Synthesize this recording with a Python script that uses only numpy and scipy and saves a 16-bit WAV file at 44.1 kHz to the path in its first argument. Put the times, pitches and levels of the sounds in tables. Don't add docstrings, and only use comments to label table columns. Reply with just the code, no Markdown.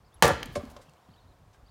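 import sys
import numpy as np
from scipy import signal
from scipy.io import wavfile

SR = 44100
rng = np.random.default_rng(int(sys.argv[2]) if len(sys.argv) > 2 else 0)


def transcribe(u):
    v = np.clip(np.atleast_2d(u).T, -1, 1)
    q = np.round(v * 32767).astype(np.int16)
    wavfile.write(sys.argv[1], SR, q)


N = 74970

BLOW_S = .2236
# f/Hz, level when torn/dB, t60/s, level when struck/dB
LOG_MODES = [(333, -4.5, 0.022, -14), (472, 0, 0.029, -5), (575, 1, 0.036, -3.5), (740, -1, 0.026, -1.5),
             (889, -0.5, .035, 4), (1176, -2.5, 0.024, -3), (1410, 0, 0.012, -9), (1724, -1, 0.024, 0.5),
             (2000, -9.5, .012, -14), (3068, -14, 0.016, -4.5)]


def amp(db):
    return 10 ** (np.asarray(db) / 20)


def unit(x):
    return x / np.sqrt(np.mean(x ** 2) + 1e-20)


def curve(rows):
    return np.interp(np.arange(N) / SR, *np.transpose(rows))


def at_hz(rows, hz, axis=1):
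    rows = np.array(rows)
    return np.interp(np.log(hz), np.log(rows[:, 0]), rows[:, axis])


def impulse(s):
    return np.arange(N) == int(s * SR)


def band(x, low_hz, high_hz):
    edges_hz = [low_hz, min(high_hz, .45 * SR)]
    return signal.sosfilt(signal.butter(2, edges_hz, "band", fs=SR, output="sos"), x + 1e-18)


def bands():
    edges_hz = 40 * 2 ** np.arange(0, 9.1, .5)
    return [(low, high, np.sqrt(low * high)) for low, high in zip(edges_hz, edges_hz[1:])]


def coloured(x, spectrum):
    out = 0
    for k, (low_hz, high_hz, hz) in enumerate(bands()):
        octaves_below = max(0, np.log2(spectrum[0][0] / hz))
        gain = amp(at_hz(spectrum, hz) - 24 * octaves_below)
        out = out + (-1) ** k * gain * band(x, low_hz, high_hz)
    return out


def drift(rate_hz):
    r = np.exp(-2 * np.pi * rate_hz / SR)
    noise = rng.standard_normal(N + SR)
    return unit(signal.lfilter([1], [1, -2 * r, r * r], noise)[SR:])


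def dying(s, t60_s, rise_s=0.00044):
    t = np.maximum(np.arange(N) / SR - s, 0)
    return (1 - np.exp(-t / max(rise_s, 1e-5))) * amp(-60 * t / t60_s)


def ring(x, modes):
    out = 0
    for k, (hz, db, t60_s) in enumerate(modes):
        r = amp(-60 / (t60_s * SR))
        w = 2 * np.pi * hz / SR
        mode = signal.lfilter([0, np.sin(w)], [1, -2 * r * np.cos(w), r * r], x + 1e-18)
        out = out + (-1) ** k * amp(db) * mode
    return out


def grains(per_s, uneven_db):
    size = amp(uneven_db * np.minimum(rng.exponential(1, N), 4)) * rng.choice([-1, 1], N)
    return unit(size * (rng.random(N) < per_s / SR))


def burst(noise, envelope):
    x = noise * envelope
    return x * np.sqrt(np.sum(envelope ** 2) / (np.sum(x ** 2) + 1e-30))


def air():
    # f/Hz, level/dB per Hz
    air_spectrum = [(130, -3), (300, -8), (600, -4.5), (1100, -7.5), (1600, -14), (2500, -20), (5000, -23),
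                    (10000, -30.5), (16000, -33)]
    # f/Hz, level/dB, t60/s
    hum_tones = [(725.6, -2.5, 0.27), (1060, 6.5, .03)]
    # t/s, level/dB
    hum_swell = [(0, -4.5), (.6, 9.5), (.9, 0), (1.4, -2.5)]
    hiss = amp(-62.5) * unit(coloured(rng.standard_normal(N), air_spectrum))
    tones = amp(-71.5) * unit(ring(rng.standard_normal(N), hum_tones))
    return amp(curve(hum_swell)) * (hiss + tones)


def breeze():
    # t/s, level/dB
    wind = [(0, -54), (.13, -68.5), (.2, -55), (.5, -48), (.8, -57), (1.0, -81), (1.08, -65), (1.19, -64),
            (1.3, -53.5), (1.37, -66.5), (1.43, -56), (1.49, -58), (1.55, -65), (1.68, -59)]
    lumps_db = -2.5 * drift(21)
    return amp(curve(wind) + lumps_db) * unit(band(rng.standard_normal(N), 36.9, 110))


def sparrows():
    # t/s, length/s, first f/Hz, middle f/Hz, last f/Hz, level/dB
    notes = [(.042, .018, 3700, 4500, 5200, -73), (.058, .036, 5200, 4800, 3500, -72),
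             (.85, .03, 2450, 2900, 3500, -71), (.115, .04, 3000, 3500, 4100, -69),
             (.153, .037, 4000, 3100, 2600, -69), (.882, .016, 3400, 3000, 2750, -66),
             (.893, .03, 4700, 4300, 4200, -75), (.965, .03, 2700, 3100, 3600, -72),
             (1.02, .04, 2900, 3700, 3700, -74), (1.088, .034, 3000, 4100, 4700, -68),
             (1.116, .036, 4500, 3300, 3050, -68), (1.125, .045, 4300, 4500, 3900, -69),
             (1.16, .045, 2800, 3900, 2800, -68), (1.195, .055, 4200, 4200, 3300, -71),
             (1.27, .065, 3400, 4200, 3200, -73), (1.655, .03, 4500, 4600, 5300, -71),
             (1.675, .03, 2800, 4300, 4800, -68)]
    wobble_hz = 90 * np.resize(drift(180), N + SR)
    flutter_db = 2.5 * drift(69.66)
    out = np.zeros(N + SR)
    for s, length_s, first_hz, mid_hz, last_hz, db in notes:
        u = np.linspace(0, 1, int(length_s * SR))
        span = slice(int(s * SR), int(s * SR) + len(u))
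        hz = first_hz * (1 - u) * (1 - 2 * u) + mid_hz * 4 * u * (1 - u) + last_hz * u * (2 * u - 1)
        envelope = np.sqrt(np.sin(np.pi * u).clip(0))
        turns = np.cumsum(hz + wobble_hz[span]) / SR
        out[span] += amp(db) * envelope * np.sin(2 * np.pi * turns)
    return out[:N] * amp(flutter_db)


def ticks():
    # t/s, level/dB
    tick_rows = [(0.143, -52.5)]
    # f/Hz, level/dB, t60/s
    metal_modes = [(11000, 0, .05), (5600, -14, .03)]
    clicks = np.zeros(N)
    for s, db in tick_rows:
        clicks[int(s * SR)] = amp(db)
    return ring(clicks, metal_modes)


def snaps():
    # t/s, level/dB, t60/s, centre f/Hz
    snap_rows = [(0.233, -30, 0.011, 9000), (0.2535, -21.5, 0.015, 9000), (0.2782, -20.5, 0.017, 6000),
                 (0.403, -52, 0.012, 9000), (0.429, -21, 0.015, 1890), (0.4311, -33, 0.0098, 6700),
                 (0.4575, -37, 0.017, 5500), (0.517, -55.5, 0.25, 9000), (0.552, -33, 0.084, 3430),
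                 (.631, -61, 0.018, 5940), (.653, -44, 0.006, 3800), (0.698, -51, 0.066, 5400),
                 (0.712, -57, 0.033, 7600), (0.7638, -43, 0.037, 2310), (0.812, -53.5, 0.1, 3630),
                 (0.895, -54, 0.015, 4250), (0.936, -53, 0.0085, 3570), (1.529, -59.5, 0.12, 2970)]
    spread = 2.3
    noise = grains(10000, 2.7)
    out = 0
    for s, db, t60_s, hz in snap_rows:
        envelope = dying(s, t60_s, rise_s=.06 * t60_s)
        out = out + amp(db) * burst(band(noise, hz / spread, hz * spread), envelope)
    return out


def knocks():
    # t/s, level/dB, pitch ratio to a half, favoured f/Hz
    knock_rows = [(.5555, -26.5, 1.09, 2200), (.558, -21.5, 1.007, 530), (.5665, -25, 1.01, 530),
                  (.577, -30.5, 1.04, 610), (.61, -40.5, 1.05, 750), (.7645, -38, 1, 860),
                  (.773, -47.5, 1.03, 600), (.794, -46, 0.93, 800), (1.546, -59, 2.83, 1910)]
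    # f/Hz, level/dB, t60/s
    half_modes = [(366, -9, .05), (565, 0, .07), (743, -9, .04), (1050, -4, .03), (1560, -10, .025),
                  (2040, -8, .02), (2800, -10, .015)]
    rattle_t60_s, favour_db = 0.0089, 8
    rattle = amp(-22) * grains(3100, 0.86)
    out = 0
    for s, db, pitch, favoured_hz in knock_rows:
        modes = []
        for hz, mode_db, t60_s in half_modes:
            octaves = np.log2(hz * pitch / favoured_hz)
            modes.append((hz * pitch, mode_db - favour_db * octaves ** 2, t60_s))
        contact = impulse(s) + rattle * dying(s, rattle_t60_s)
        out = out + ring(amp(db) * contact, modes)
    return out


def thuds():
    # t/s, level/dB, first f/Hz, last f/Hz, t60/s
    thud_rows = [(0.223, -20.5, 234, 122.8, 0.32), (.236, -18.5, 110, 59.5, 0.13),
                 (0.274, -25, 150, 152, 0.068), (0.306, -22.5, 204.5, 59.5, 0.18),
                 (0.456, -35.5, 250, 228, 0.086), (0.488, -30.5, 155, 142, 0.061),
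                 (0.559, -31, 312, 127, 0.11), (.574, -26, 110, 74, 0.11), (.635, -27.5, 253, 236, 0.049),
                 (0.699, -44, 80, 55.4, 0.43), (0.794, -52, 281, 282, 0.074),
                 (0.883, -47.5, 158, 142.5, 0.15), (1.087, -46.5, 263, 71.7, 0.16)]
    glide_s = .015
    out = 0
    for s, db, first_hz, last_hz, t60_s in thud_rows:
        t = np.maximum(np.arange(N) / SR - s, 0)
        turns = last_hz * t - (first_hz - last_hz) * glide_s * np.expm1(-t / glide_s)
        envelope = dying(s, t60_s, rise_s=.5 / first_hz)
        out = out + amp(db) * envelope * np.sin(2 * np.pi * turns)
    return out


def tearing():
    # t/s, level/dB
    tear = [(.225, -27.5), (.235, -18.5), (.243, -15), (.254, -22), (.275, -23.5), (.29, -24.5),
            (.305, -22.5), (.32, -35), (.345, -39), (.38, -51), (.42, -45)]
    # f/Hz, level/dB per Hz
    tear_hiss = [(1500, 2.5), (4000, -3), (8000, -8), (16000, -24.5)]
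    after_s = np.maximum(np.arange(N) / SR - tear[-1][0], 0)
    opening = amp(curve(tear) - 300 * after_s) * dying(BLOW_S, 99)
    fibres = grains(6000, 1)
    torn_modes = [(hz, db, t60_s) for hz, db, t60_s, _ in LOG_MODES]
    body = ring(burst(fibres, opening), torn_modes) / ring(fibres, torn_modes).std()
    hiss = amp(-19) * burst(coloured(fibres, tear_hiss), dying(BLOW_S, 0.24))
    return body + hiss


def strike():
    struck_modes = [(hz, db, t60_s) for hz, _, t60_s, db in LOG_MODES]
    return ring(amp(-11) * impulse(BLOW_S), struck_modes)


def crack():
    # f/Hz, level/dB per Hz
    crack_spectrum = [(300, -13.5), (1000, -5.5), (2000, -7), (3500, -9), (6000, -2.5), (10000, -11),
                      (16000, -18)]
    bite_s, t60_s = .0015, .007
    after_s = np.maximum(np.arange(N) / SR - BLOW_S - bite_s, 0)
    bite = dying(BLOW_S, 99) * amp(-60 * after_s / t60_s)
    return amp(-13) * burst(coloured(rng.standard_normal(N), crack_spectrum), bite)


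def yard(x):
    # f/Hz, t60/s, level/dB (relative)
    echo_rows = [(102, 0.48, -13.5), (278, .5, 0.5), (662.7, 0.15, -14), (1600, 0.41, -5.5),
                 (4460, 0.65, -15), (11900, 0.14, -21.5)]
    t = np.arange(SR) / SR
    white = rng.standard_normal((2, SR))
    tail = 0
    for k, (low_hz, high_hz, hz) in enumerate(bands()):
        level_db = at_hz(echo_rows, hz, axis=2) - 30 - 60 * t / at_hz(echo_rows, hz)
        tail = tail + amp(level_db) * band(white[k % 2], low_hz, high_hz)
    return signal.fftconvolve(x, tail * (1 - np.exp(-t / 0.0024)))[:N]


def scene():
    thud = thuds()
    near = sparrows() + snaps() + knocks() + tearing() + strike() + crack()
    echoes = yard(near + amp(-8) * thud)
    return (air() + breeze() + ticks() + near + thud + echoes)[None]


def record(dry):
    return signal.sosfilt(signal.cheby2(20, 100, 16900, fs=SR, output="sos"), dry)


dry = scene()
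out = record(dry)
transcribe(out)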